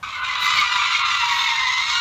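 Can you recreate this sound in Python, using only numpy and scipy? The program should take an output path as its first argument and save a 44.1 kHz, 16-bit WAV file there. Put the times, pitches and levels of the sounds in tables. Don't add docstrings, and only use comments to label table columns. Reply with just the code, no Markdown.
import sys
import numpy as np
from scipy import signal
from scipy.fft import rfft, irfft
from scipy.io import wavfile
from scipy.ndimage import uniform_filter1d, minimum_filter1d, map_coordinates

SR = 44100
rng = np.random.default_rng(int(sys.argv[2]) if len(sys.argv) > 2 else 0)


def transcribe(u):
    v = np.clip(np.atleast_2d(u).T, -1, 1)
    q = np.round(v * 32767).astype(np.int16)
    wavfile.write(sys.argv[1], SR, q)


N = 88244

# freq_hz, relative_db
HISS_SPECTRUM = [(3000, -12), (13000, 6), (15500, 6)]
THUMP_SPECTRUM = [(40, -4), (150, -1.5), (900, -12), (3000, -60)]

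JITTER_RATE_HZ, FLUTTER_RATE_HZ = 383, 88


def undb(db):
    return 10 ** (np.asarray(db) / 20)


def unit(x):
    return x / np.sqrt(np.mean(x ** 2))


def curve(table):
    rows = np.array(table, float)
    return [np.interp(np.arange(N) / SR, rows[:, 0], column) for column in rows.T[1:]]


def walk(rate_hz):
    freq_hz = np.arange(N // 2 + 1) * SR / N
    spectrum = rfft(rng.standard_normal(N)) / (1 + (2 * freq_hz / rate_hz) ** 2)
    return unit(irfft(spectrum, N))


def colour(x, points):
    point_hz, point_db = np.array(points, float).T
    freq_hz = np.maximum(np.arange(N // 2 + 1) * SR / N, 1)
    response_db = np.interp(np.log(freq_hz), np.log(point_hz), point_db)
    return unit(irfft(rfft(x) * undb(response_db), N))


def swell(at, length):
    return np.exp(-2 * ((np.arange(N) / SR - at) / length) ** 2)


def split(x):
    below = []
    for split_hz in (1700, 3200):
        sos = signal.butter(N=4, Wn=split_hz, fs=SR, output="sos")
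        below.append(signal.sosfiltfilt(sos, x))
    low, low_and_middle = below
    return unit(low), unit(low_and_middle - low), unit(x - low_and_middle)


def air():
    # freq_hz, relative_db
    rumble_spectrum = [(36, -18), (48, 1), (98, -1.5), (400, -20), (800, -10.5), (15000, -37)]
    # middle_s, length_s, hiss_db, thump_db
    puffs = [(.445, .055, -41.5, -52.5), (0.577, 0.076, -51, -48), (1.37, 0.19, -49.5, -57.5)]
    rumble_db = -49
    out = undb(rumble_db) * colour(rng.standard_normal(N), rumble_spectrum)
    hiss = colour(rng.standard_normal(N), HISS_SPECTRUM)
    thump = colour(rng.standard_normal(N), THUMP_SPECTRUM)
    for at, length, hiss_db, thump_db in puffs:
        puff = undb(hiss_db) * hiss + undb(thump_db) * thump
        out = out + swell(at, length) * puff
    return out


def tyre(table, jitter, third_db, fourth_db):
    waver, waver_rate_hz = 0.0091, 40.64
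    flutter_db, grip_share = 3, 0.4
    pitch_hz, first_db, octave_db = curve(table)
    shaken_hz = pitch_hz * (1 + jitter * walk(JITTER_RATE_HZ) + waver * walk(waver_rate_hz))
    phase = 2 * np.pi * np.cumsum(shaken_hz) / SR
    grip = grip_share * walk(FLUTTER_RATE_HZ)
    harmonic_levels = [first_db, octave_db, octave_db + third_db, octave_db + fourth_db]
    out = 0
    for harmonic, level_db in enumerate(harmonic_levels, start=1):
        flutter = unit(undb(flutter_db * (grip + walk(FLUTTER_RATE_HZ))))
        out = out + undb(level_db) * flutter * np.sqrt(2) * np.sin(harmonic * phase)
    return out


def tyre_squeal():
    # time_s, pitch_hz, fundamental_db, octave_db
    low_tyre = [(0.032, 1076, -77, -53), (.18, 1035, -33, -38), (.4, 1000, -35, -29),
                (0.681, 985, -40, -31.5), (0.759, 972, -26, -35.5), (.92, 992.6, -34.5, -40),
                (1.189, 984.3, -36, -26.5), (1.235, 956, -26.5, -34), (1.369, 944.4, -27, -31),
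                (1.441, 928, -34, -40), (1.518, 934.5, -25.5, -29), (1.6, 925, -33, -32),
                (1.69, 954.8, -29, -27.5), (1.799, 952, -37.5, -37), (2, 944, -31.5, -34)]
    main_tyre = [(.03, 1222, -39, -49), (.45, 1189, -34, -44), (.48, 1200, -19, -27), (.53, 1210, -27, -32),
                 (.565, 1205, -25, -29), (.6, 1236, -29, -40), (0.632, 1217, -21, -29),
                 (0.681, 1195, -34, -31), (.8, 1184, -27, -33), (0.981, 1192, -39, -37),
                 (1.219, 1160, -36, -37), (1.31, 1130, -22, -27.5), (1.39, 1104, -34.5, -30.5),
                 (1.461, 1095, -30, -24), (1.52, 1062, -31, -29), (1.58, 1052, -28, -23.5),
                 (1.692, 1002, -26.5, -27.5), (1.77, 1033, -34.5, -22), (1.91, 1093, -56, -27),
                 (1.951, 1135, -48, -35)]
    high_tyre = [(.03, 1529, -28.5, -60), (0.141, 1474, -61, -60), (.18, 1478, -26.5, -46),
                 (.24, 1480, -25.5, -57), (.28, 1475, -39, -50), (0.501, 1503, -37, -32),
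                 (.71, 1417, -29, -36), (1.06, 1359, -29, -32.5), (1.24, 1378, -27.5, -28.5),
                 (1.3, 1379, -58, -36), (1.899, 1390, -50, -35.5), (1.96, 1420, -24.5, -27)]
    # pitch_jitter (share), third_db and fourth_db (harmonics re the octave)
    voices = [(.009, -8, -10.5), (.009, -15, -11.5), (.013, -7.5, -39)]
    trim_db = -1.29
    paths = [low_tyre, main_tyre, high_tyre]
    return undb(trim_db) * sum(tyre(path, *voice) for path, voice in zip(paths, voices))


def chirps(count=320, order=7):
    # time_s, pitch_factor
    sag_path = [(0, 1.033), (.6, 1.018), (1.1, 1), (1.5, 0.97), (1.7, .97), (2, 1.024)]
    # freq_hz, response_db
    tread_response = [(700, -37), (830, -12), (930, 4.5), (1000, 0), (1400, -3), (1650, -16), (1850, 1.5),
                      (2230, 3), (2500, 0.5), (2850, -0.5), (3200, -6), (3750, 4.5), (4100, -3), (4800, -9),
                      (6000, -11), (6900, -12.5), (7800, -25.5), (9500, -39), (15000, -71)]
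    lowest_hz, highest_hz, jitter = 974.6, 1430.5, 0.0113
    half_height_s = 0.045
    glide_per_s, glide_spread_per_s = -0.22, 1.3
    strength_spread_db, overtone_spread_db = 4.5, 7

    out = np.zeros(N)
    (sag,) = curve(sag_path)
    shake = jitter * walk(JITTER_RATE_HZ)
    size = int(2 * half_height_s * SR)
    offset = np.arange(size) - size // 2
    age = offset / SR
    k = np.arange(1, order + 1)[:, None]
    overtones = np.sqrt(k) * undb(overtone_spread_db * rng.random((count, order, 1)))
    for i, (when, pitch, strength, place, glide) in enumerate(rng.random((count, 5))):
        middle = int((i + when) / count * (N - 1))
        base_hz = lowest_hz + (highest_hz - lowest_hz) * pitch
        slope = glide_per_s + (glide - 0.5) * glide_spread_per_s
        roughness = shake[(int(place * N) + np.arange(size)) % N]
        phase = 2 * np.pi * np.cumsum(base_hz * (1 + slope * age + roughness)) / SR
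        tone = np.sum(overtones[i] * np.sin(k * phase + 2 * np.pi * place * k ** 2), axis=0)
        chirp = undb(strength_spread_db * strength) * np.hanning(size) * tone
        where = middle + offset
        inside = (where >= 0) & (where < N)
        out[where[inside]] += chirp[inside]
    return map_coordinates(colour(out, tread_response), [np.cumsum(sag)], mode="mirror")


def scrub():
    # freq_hz, relative_db
    scrub_spectrum = [(480, -37), (650, 3.5), (850, 14), (1000, 25.5), (1400, 10.5), (2300, -13.5),
                      (3750, 2.5), (4800, -16), (9500, -39), (15000, -38)]
    grit_db, grit_rate_hz = 2.5, 450
    grain = undb(grit_db * walk(grit_rate_hz))
    return colour(rng.standard_normal(N) * grain, scrub_spectrum)


def contact_patch():
    # time_s, low_db, middle_db, treble_db
    patch = [(.03, -30, -36, -44), (.12, -35.5, -34.5, -41.5), (.32, -29, -28, -34.5), (.47, -28, -27, -29),
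             (.62, -27, -24, -28), (.68, -28, -24.5, -30.5), (.85, -27.5, -23.5, -30.5),
             (1.18, -28.5, -26.5, -28.5), (1.45, -31.5, -26, -28.5), (1.72, -29.5, -30.5, -28),
             (2, -33, -30.5, -27)]
    # middle_s, length_s, change_db
    bites = [(0.017, 0.018, 11), (0.202, 0.025, -10.5), (0.94, 0.023, 5)]
    bite_middle_share = 0.54
    chirp_mix_db, scrub_mix_db = (-0.5, -3.5, -2), (-11.5, -7, -4.5)
    judder_db, judder_rate_hz = 1.98, 127

    low_db, middle_db, treble_db = curve(patch)
    bite_db = sum(change_db * swell(at, length) for at, length, change_db in bites)
    levels = [low_db, middle_db + bite_middle_share * bite_db, treble_db + bite_db]
    bands = zip(levels, split(chirps()), split(scrub()), chirp_mix_db, scrub_mix_db)
    out = 0
    for level_db, chirp_band, scrub_band, chirp_db, scrub_db in bands:
        mix = undb(chirp_db) * chirp_band + undb(scrub_db) * scrub_band
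        out = out + undb(level_db) * mix
    return out * unit(undb(judder_db * walk(judder_rate_hz)))


def ticks():
    # start_s, hiss_db, thump_db
    grains = [(.028, -56, -56), (.411, -41, -41), (.559, -39, -44), (0.6006, -34, -36), (.764, -42, -58)]
    decay_s = 0.0032
    t, out = np.arange(N) / SR, 0
    hiss = colour(rng.standard_normal(N), HISS_SPECTRUM)
    thump = colour(rng.standard_normal(N), THUMP_SPECTRUM)
    for start, hiss_db, thump_db in grains:
        decay = (t >= start) * np.exp(-np.abs(t - start) / decay_s)
        out = out + decay * (undb(hiss_db) * hiss + undb(thump_db) * thump)
    return out


def whine():
    # time_s, pitch_hz, level_db
    whine_path = [(.12, 573, -73), (.19, 572.6, -61), (.42, 580, -57.5), (1.2, 626.4, -63),
                  (1.35, 626, -74)]
    pitch_hz, level_db = curve(whine_path)
    return undb(level_db) * np.sqrt(2) * np.sin(2 * np.pi * np.cumsum(pitch_hz) / SR)


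def squeaks():
    # middle_s, length_s, start_hz, end_hz, level_db
    squeak_list = [(.16, .05, 2240, 2060, -36), (.303, 0.022, 2100, 2010, -26),
                   (.432, 0.034, 3850, 3780, -28), (.465, 0.041, 2060, 2030, -23),
                   (.568, 0.017, 2380, 2300, -20), (.582, 0.039, 4540, 4450, -28),
                   (.596, .028, 2280, 2160, -17.5), (.641, 0.0265, 2420, 2280, -26),
                   (.951, 0.014, 2210, 2170, -19.5), (.951, 0.013, 3310, 3270, -25),
                   (1.402, 0.033, 3550, 3680, -24.5), (1.93, 0.0995, 3764, 3900, -30.5)]
    jitter, flutter_db = 0.008, 3.5
    t, out = np.arange(N) / SR, 0
    shake = 1 + jitter * walk(JITTER_RATE_HZ)
    for at, length, start_hz, end_hz, level_db in squeak_list:
        progress = np.clip((t - at) / length + 0.5, -0.5, 2)
        pitch_hz = start_hz + (end_hz - start_hz) * progress
        tone = np.sqrt(2) * np.sin(2 * np.pi * np.cumsum(pitch_hz * shake) / SR)
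        out = out + undb(level_db) * swell(at, length) * tone
    return out * unit(undb(flutter_db * walk(FLUTTER_RATE_HZ)))


def with_echoes(slide):
    # delay_s, level_db (re the direct sound)
    echoes = [(0.018, -17.5), (.047, -12)]
    out = slide
    for delay, level_db in echoes:
        out = out + undb(level_db) * np.pad(slide, (int(delay * SR), 0))[:N]
    return out


def dulled(x):
    # middle_s, length_s, share_lost
    dips = [(0.229, 0.028, 0.64), (0.375, 0.032, 0.57), (1.038, 0.038, .8)]
    sos = signal.butter(N=8, Wn=4340, btype="high", fs=SR, output="sos")
    treble = signal.sosfiltfilt(sos, x)
    lost = np.clip(sum(share * swell(at, length) for at, length, share in dips), 0, 1)
    return x - treble * lost


def scene():
    start_s, attack_s = 0.027, 0.0026
    t = np.arange(N) / SR
    onset = np.clip((t - start_s) / attack_s, 0, 1)
    slide = (tyre_squeal() + contact_patch() + squeaks()) * onset
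    return (dulled(with_echoes(slide)) + air() + ticks() + whine())[None]


def record(dry):
    peak_level, top_hz, window = 0.52, 15550, 176
    gain = np.minimum(1, peak_level / np.maximum(np.abs(dry), 1e-9))
    gain = uniform_filter1d(minimum_filter1d(gain, size=window), size=window)
    low_pass = signal.ellip(10, 0.2, 80, top_hz, fs=SR, output="sos")
    return signal.sosfilt(low_pass, dry * gain)


dry = scene()
out = record(dry)
transcribe(out)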